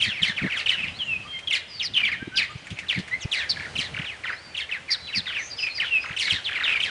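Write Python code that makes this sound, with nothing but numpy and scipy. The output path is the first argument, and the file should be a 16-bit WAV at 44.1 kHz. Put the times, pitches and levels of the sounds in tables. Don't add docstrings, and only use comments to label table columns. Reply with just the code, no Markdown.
import sys
import numpy as np
from scipy import signal
from scipy.fft import rfft, irfft, next_fast_len
from scipy.io import wavfile

SR = 44100
rng = np.random.default_rng(int(sys.argv[2]) if len(sys.argv) > 2 else 0)


def unload_wav(signal):
    wavfile.write(
        sys.argv[1],
        SR,
        np.round(np.clip(np.atleast_2d(signal).T, -1, 1) * 32767).astype(np.int16),
    )


N = 304290
TIME = np.arange(N) / SR


def undb(db):
    return 10 ** (np.asarray(db) / 20)


def colour(hz, points):
    at, db = np.transpose(points)
    return undb(np.interp(np.log(hz + 1), np.log(at), db))


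def unit(x):
    return x / np.sqrt(np.mean(np.abs(x) ** 2))


def noise(size, low_hz, high_hz):
    padded = next_fast_len(5120 * (size // 5120 + 1))
    hz = np.fft.rfftfreq(padded, 1 / SR) + 1
    detune = (hz ** 2 - low_hz * high_hz) / (hz * (high_hz - low_hz))
    spectrum = rng.standard_normal(2 * len(hz)).view(complex) / np.sqrt(1 + detune ** 4)
    return unit(irfft(spectrum, padded)[:size])


def walk(rate_hz):
    knots = rng.standard_normal(int(N / SR * rate_hz) + 2)
    return np.interp(TIME * rate_hz, np.arange(len(knots)), knots)


def add(track, s, sound):
    start = int(np.clip(s * SR, 0, N))
    track[start:start + len(sound)] += sound[:N - start]


def slur(hz, octaves, bow):
    return hz * 2 ** np.array([0, bow - octaves / 2, -octaves])


def syrinx(length, pitches, db, swell, swell_width, overtones_db, rasp, harsh=.48, flare=0):
    # f/Hz, level/dB
    beak = [(4000, -4), (5000, -15.5), (6500, -21.5), (9000, -21)]
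    throat_hz, throat_width_hz = 3100, 130
    size = int(length * SR)
    progress = np.arange(size) / size
    glide = np.exp(np.polyval(np.polyfit([0, .5, 1], np.log(pitches), 2), progress))
    hz = glide * (1 + .12 * harsh ** 2 * noise(size, 30, 110))
    phase = 2 * np.pi * np.cumsum(hz) / SR
    tone = np.exp(1j * phase) * flare / (1 + ((hz - throat_hz) / throat_width_hz) ** 2)
    for k in range(1, 5):
        gain = 1 if k == 1 else (k * hz < SR / 2) * undb(overtones_db + 3 * (4 - k)) * colour(k * hz, beak)
        bursts = np.maximum(1 + harsh * noise(size, 40, 170), 0) / np.hypot(1, harsh)
        blur = harsh * (k - .6) * noise(size, 80, 600)
        tone += gain * bursts * np.exp(1j * (k * phase + blur))
    flutter = unit(noise(size, 60, 600) + 1j * noise(size, 60, 600))
    voice = np.imag(tone * (1 + rasp * flutter)) / np.hypot(1, rasp)
    pressure = np.sin(np.pi * progress ** .85) ** .5 / np.hypot(1, (progress - swell) / swell_width)
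    return undb(db) * pressure * voice


def perch_echoes(sound, count=6, first_s=.004, spread_s=.04, echo_db=-11, fade_db=-12):
    out = np.pad(sound, (0, SR // 10))
    for lag in (np.arange(count) + rng.random(count)) / count:
        add(out, first_s + spread_s * lag, sound * undb(echo_db + fade_db * lag))
    return out


def air(level_db=-46.5, drift_db=2.44):
    # f/Hz, relative level/dB
    spectrum = [(20, -26), (80, 5), (190, -9), (580, -3), (1000, -6), (2200, -5), (4300, -12.5),
                (10000, -23.5)]
    hush = irfft(rfft(rng.standard_normal(N)) * colour(np.fft.rfftfreq(N, 1 / SR), spectrum), N)
    return unit(hush) * undb(level_db + drift_db * walk(1.6))


def wind(rumble_db=-2, gust_db=4, puff_db=-1):
    # t/s, level/dB re rumble_db
    breeze = [(0, -48), (.7, -53.5), (.85, -44), (1.35, -52), (1.6, -63), (1.9, -46), (2.8, -52),
              (3.45, -55), (3.6, -46), (3.95, -45), (4.15, -58), (6.9, -57.5)]
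    # t/s, length/s, level/dB re puff_db, f/Hz that sets the band
    puffs = [(0.067, 0.035, -35.5, 168), (0.208, 0.047, -36.5, 140), (0.284, 0.03, -36.5, 168),
             (0.415, 0.023, -30, 174), (0.428, 0.055, -26.5, 242), (2.219, 0.013, -31.5, 198.6),
             (2.272, 0.014, -31.5, 254), (2.552, .018, -32, 143), (2.701, 0.052, -34.5, 147),
             (2.958, 0.059, -28.5, 174), (3.248, 0.015, -24.5, 170), (3.774, 0.035, -36, 194),
             (3.982, .033, -33.5, 164), (5.154, 0.053, -37, 170), (6.102, 0.019, -38, 134),
             (6.321, 0.037, -36, 145)]
    breeze_db = np.interp(TIME, *np.transpose(breeze)) + rumble_db
    out = noise(N, 70, 210) * undb(breeze_db + gust_db * walk(25))
    for s, length, db, hz in puffs:
        size = int(length * SR)
        eddy = noise(SR // 4, hz * .59, hz * 1.2)[-size:] * np.sqrt(np.hanning(size))
        add(out, s, undb(db + puff_db) * unit(eddy))
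    return out


def chews():
    # t/s, sweep level/dB, throat flare/gain, overtones/dB, lead-in level/dB,
    # tail level/dB, tail length/s, tail start f/Hz
    calls = [(0.012, -21, 2.6, -2, -20.5, -26, 0.068, 2212), (.218, -21, 3.4, -3.5, -42, -20, 0.062, 2300),
             (0.56, -27, 1.5, -1, -44, -33, 0.031, 2410), (0.68, -21, 2.8, -6, -16.5, -25.5, 0.034, 2120),
             (1.522, -21, 1.6, -0.5, -20, -38, 0.075, 2300),
             (2.363, -17.5, 0.46, -8.5, -35, -19, 0.047, 2606),
             (2.884, -21.5, 2.1, -10.5, -41, -21.5, 0.06, 2560),
             (3.313, -22.5, 1.6, -2, -48, -22.5, 0.087, 2240),
             (3.775, -25.5, 2.1, 1.5, -23, -31.5, .07, 2334),
             (4.565, -26.5, 1.2, -5, -27.5, -36, 0.044, 2250),
             (6.185, -23, 0.95, 3.5, -22, -25, 0.076, 2372), (6.294, -23, 3.9, 0.5, -28, -27, 0.066, 2104),
             (6.821, -24, 2.6, -4, -18, -28, .05, 1885)]
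    out = np.zeros(N)
    for s, db, flare, overtones_db, lead_db, tail_db, tail_s, tail_hz in calls:
        lead = syrinx(.02, slur(3100, octaves=.58, bow=.1363), lead_db, swell=.47, swell_width=.46,
                      overtones_db=overtones_db - 8, rasp=.31, harsh=.28)
        sweep = syrinx(.06, slur(4103, octaves=1.3, bow=-.09), db, swell=.11, swell_width=.65,
                       overtones_db=overtones_db, rasp=.31, harsh=.42, flare=flare)
        tail = syrinx(tail_s, slur(tail_hz, octaves=.6, bow=-.0385), tail_db, swell=.11, swell_width=.21,
                      overtones_db=overtones_db - 2, rasp=.2, harsh=.42)
        add(out, s - .021, perch_echoes(lead))
        add(out, s, perch_echoes(sweep))
        add(out, s + .053, perch_echoes(tail))
    return out


def chirps(gain_db=-1):
    # t/s, length/s, start f/Hz, fall/octaves, level/dB re gain_db, place of the swell/0-1
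    calls = [(0.089, 0.1, 3660, 1.02, -20.5, 0), (0.156, 0.11, 2980, 1.03, -27.5, 0.27),
             (0.364, 0.058, 3584, 1.54, -20.5, 0.29), (0.412, 0.059, 2900, 1, -23.5, 0.33),
             (0.46, 0.041, 2323, 0.8, -20, 0), (0.497, 0.046, 2850, 0.67, -23, 0.27),
             (0.518, 0.073, 3227, 1.39, -20, 0.13), (.83, 0.04, 2966, 0.77, -23, 0.28),
             (1.795, 0.06, 3900, 1.18, -17, 0), (1.937, 0.08, 3654, 0.92, -16.5, 0),
             (2.047, 0.044, 3780, 0.91, -16.5, 0.25), (2.075, 0.03, 2360, 0.49, -16.5, 0.12),
             (2.116, 0.046, 2587, 0.65, -16, 0), (2.764, 0.031, 3100, .8, -34, 0.45),
             (2.813, 0.049, 2520, 0.81, -37.5, 0.53), (3.195, 0.063, 4640, 1.08, -31.5, 0.67),
             (3.401, 0.089, 2886, .9, -23, 0), (4.051, 0.12, 3910, 1.38, -27.5, 0.22),
             (4.25, 0.073, 3820, 1.66, -26, 0.32), (4.602, 0.051, 3930, 0.6, -26.5, 0.27),
             (4.69, 0.026, 2370, 0.54, -27, 0.2), (4.712, 0.074, 3156, 1.1, -18.5, 0),
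             (4.88, .05, 2537, 0.56, -25, 0.3), (4.922, 0.049, 2444, .9, -27, 0.02),
             (5.07, 0.07, 3620, 1.38, -28, 0), (5.125, 0.078, 3234, 1.02, -22.5, 0.22),
             (5.265, 0.095, 3940, 0.77, -23.5, 0.05), (5.331, 0.11, 3566, 1.1, -23, 0.42),
             (5.58, 0.04, 3470, 0.57, -25.5, 0.32), (5.779, 0.023, 2370, 0.48, -23, 0.1),
             (5.798, .058, 3200, 1.25, -13.5, 0), (6.443, 0.067, 4400, 1.04, -21.5, 0.3),
             (6.544, 0.047, 2773, 0.66, -20.5, 0.37), (6.6, 0.045, 2250, 0.75, -20, 0),
             (6.634, 0.071, 4000, .9, -15, 0.02)]
    out = np.zeros(N)
    for s, length, hz, octaves, db, swell in calls:
        chirp = syrinx(length, slur(hz, octaves, bow=-.0703), db + gain_db, swell, swell_width=.21,
                       overtones_db=-16.5, rasp=.28, harsh=.28)
        add(out, s, perch_echoes(chirp))
    return out


def far_birds(count=45, chirp_db=-50, whistle_db=-49):
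    out = np.zeros(N)
    for chirp_at, slow, high, whistle_at in rng.random((count, 4)):
        fall = np.array([3300, 2200, 1500]) * (.8 + .5 * high)
        chirp = syrinx(.04 + .06 * slow, fall, chirp_db,
                       swell=.4, swell_width=.3, overtones_db=-12, rasp=.1)
        add(out, chirp_at * N / SR, chirp)
        glide = 1200 * 6 ** high * np.array([.9 + .15 * slow, 1, 1.02])
        whistle = syrinx(.04 + .08 * slow, glide, whistle_db - 5 * high,
                         swell=.5, swell_width=.4, overtones_db=-30, rasp=0)
        add(out, whistle_at * N / SR, whistle)
    return out


def clucks(gain_db=-1):
    # t/s, length/s, start f/Hz, level/dB re gain_db, rasp/0-1
    calls = [(0.589, 0.035, 2880, -25, 0.9), (0.721, 0.041, 3100, -22.5, 0.2),
             (0.771, 0.052, 2734, -24, .6), (.815, 0.041, 2750, -25, 0.3), (0.866, 0.041, 2900, -28, 1),
             (1.473, 0.015, 3450, -18, 0.2), (1.513, 0.038, 2250, -21, 0.02),
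             (1.962, 0.028, 3176, -11.5, 0.22), (1.997, 0.03, 2700, -22, 1), (2.028, .035, 2450, -16, 0.1),
             (5.626, 0.03, 2733, -18.5, .2), (5.664, 0.0259, 2600, -20, 0.43), (5.836, .07, 3150, -26, 1),
             (6.272, 0.026, 2317, -21.5, 0.5), (6.674, 0.047, 2750, -18, 1),
             (6.714, 0.035, 2660, -17, 0.43), (6.75, 0.034, 2442, -18.5, 0.27)]
    out = np.zeros(N)
    for s, length, hz, db, rasp in calls:
        cluck = syrinx(length, slur(hz, octaves=.204, bow=.014), db + gain_db, swell=.37, swell_width=.63,
                       overtones_db=-18, rasp=rasp, harsh=.28)
        add(out, s, perch_echoes(cluck))
    return out


def whistles(gain_db=-.5, full_rasp_hz=8450):
    # t/s, length/s, start f/Hz, end f/Hz, level/dB re gain_db
    calls = [(0.933, .06, 3700, 4700, -39.5), (0.988, .055, 3460, 2780, -22),
             (1.064, 0.11, 2830, 2458, -21), (1.167, 0.086, 2670, 2540, -36),
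             (1.246, 0.038, 1133, 1266, -39), (1.266, 0.13, 3217, 3150, -33),
             (1.329, 0.049, 2160, 2090, -31), (1.425, 0.029, 3230, 3160, -39),
             (1.679, 0.15, 5130, 4250, -36), (2.06, 0.072, 4100, 5300, -48),
             (2.191, 0.057, 1513, 1650, -34), (2.315, 0.075, 1476, 1612, -32.5),
             (2.491, 0.034, 1178, 1266, -35.5), (3.111, 0.05, 1896, 2175, -20),
             (4.3, 0.073, 4700, 5300, -46), (4.358, 0.047, 3850, 4690, -42),
             (4.395, 0.16, 4800, 4480, -45.5), (5.001, 0.126, 4070, 3900, -35.5),
             (5.379, .13, 5900, 6470, -37.5), (5.499, .05, 4920, 4550, -30), (5.565, .11, 5025, 4985, -27),
             (5.689, 0.049, 4320, 4195, -31.5), (5.745, .05, 5110, 4510, -27),
             (5.907, .09, 2800, 2470, -14.5), (6, 0.05, 4910, 5104, -37)]
    out = np.zeros(N)
    for s, length, start_hz, end_hz, db in calls:
        middle_hz = np.sqrt(start_hz * end_hz)
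        whistle = syrinx(length, [start_hz, middle_hz, end_hz], db + gain_db, swell=.69, swell_width=.43,
                         overtones_db=-24.5, rasp=(middle_hz / full_rasp_hz) ** 2, harsh=.16)
        add(out, s, perch_echoes(whistle))
    return out


def bill_snaps(decay_s=.016, gain_db=-9, crack_db=-10):
    # t/s, level/dB re gain_db, ring f/Hz
    snaps = [(1.3887, -27.5, 2100), (2.6697, -27.5, 1770), (2.704, -24.5, 2550), (2.788, -20, 2100),
             (2.988, -24.5, 3300), (3.0777, -25.5, 1720)]
    out, t = np.zeros(N), TIME[:SR // 20]
    for s, db, hz in snaps:
        ring = noise(len(t), hz * .93, hz * 1.35)
        crack = undb(crack_db) * noise(len(t), 1800, 7000)
        add(out, s, undb(db + gain_db) * (ring + crack) * np.exp(-t / decay_s))
    return out


def cheeps(upper_ratio=1.16, upper_db=-10.5):
    # t/s, length/s, start f/Hz, level/dB, place of the swell/0-1
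    calls = [(1.82, 0.068, 5180, -23.5, 0.55), (2.356, 0.055, 4900, -20, 0.5),
             (3.205, 0.042, 6560, -33.5, 0.76), (3.491, .047, 4610, -16.5, 0.22),
             (4.903, .058, 4794, -16.5, 0.37), (5.147, 0.067, 4744, -19.5, 0.44)]
    out = np.zeros(N)
    for s, length, hz, db, swell in calls:
        arch = slur(hz, octaves=.55, bow=.18)
        for ratio, voice_db in [(1, 0), (upper_ratio, upper_db)]:
            voice = syrinx(length, arch * ratio, db + voice_db, swell, swell_width=.25,
                           overtones_db=-13, rasp=.41, harsh=.28)
            add(out, s, voice)
    return out


def twitter(db=-55):
    out = np.zeros(N)
    for s in np.arange(2.42, 2.78, .075):
        rise = np.array([5600, 6500, 7400]) * rng.uniform(.95, 1.15)
        add(out, s, syrinx(.04, rise, db, swell=.5, swell_width=.5, overtones_db=-40, rasp=0, harsh=.1))
    return out


def rattles(duty=.85):
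    # t/s, length/s, syllable spacing/s, nominal top f/Hz, nominal bottom f/Hz, mean level/dB
    runs = [(3.563, .11, 0.028, 2620, 1575, -30), (3.941, .11, 0.024, 3666, 1335, -27.5),
            (4.236, .11, 0.029, 2815, 1465, -26.5), (5.253, .115, 0.032, 2986, 1406, -28.5),
            (6.031, .11, .024, 3260, 1202, -29.5), (6.483, .29, 0.023, 3590, 1229, -26.5)]
    out = np.zeros(N)
    for s, length, spacing, top_hz, bottom_hz, db in runs:
        fall = np.array([top_hz, .45 * top_hz + .5 * bottom_hz, bottom_hz])
        for lag in np.arange(0, length, spacing):
            late, high, loud = rng.standard_normal(3)
            syllable = syrinx(duty * spacing, fall * (.95 + .06 * high), db + 1.2 * loud,
                              swell=.19, swell_width=1, overtones_db=-17, rasp=.26)
            add(out, s + lag + .002 * late, perch_echoes(syllable, count=8))
    return out


def surroundings(birds, near_db=-20, near_t60=.34, trees_db=-24, trees_t60=1.0):
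    t = TIME[:SR]
    near = noise(SR, 1000, 10000) * undb(-60 * t / near_t60) * (t > .004)
    trees = noise(SR, 1000, 4500) * undb(-60 * t / trees_t60) * (1 - np.exp(-t / .02))
    response = (undb(near_db) * unit(near) + undb(trees_db) * unit(trees)) / np.sqrt(SR)
    return signal.fftconvolve(birds, response)[:N]


def scene():
    outdoors = wind() + air()
    birds = chews() + chirps() + clucks() + cheeps() + whistles() + bill_snaps()
    birds += far_birds() + twitter() + rattles()
    return (birds + surroundings(birds) + outdoors)[None]


def record(dry, top_hz=10100):
    return signal.sosfilt(signal.ellip(10, .2, 80, top_hz, fs=SR, output="sos"), dry)


dry = scene()
out = record(dry)
unload_wav(out)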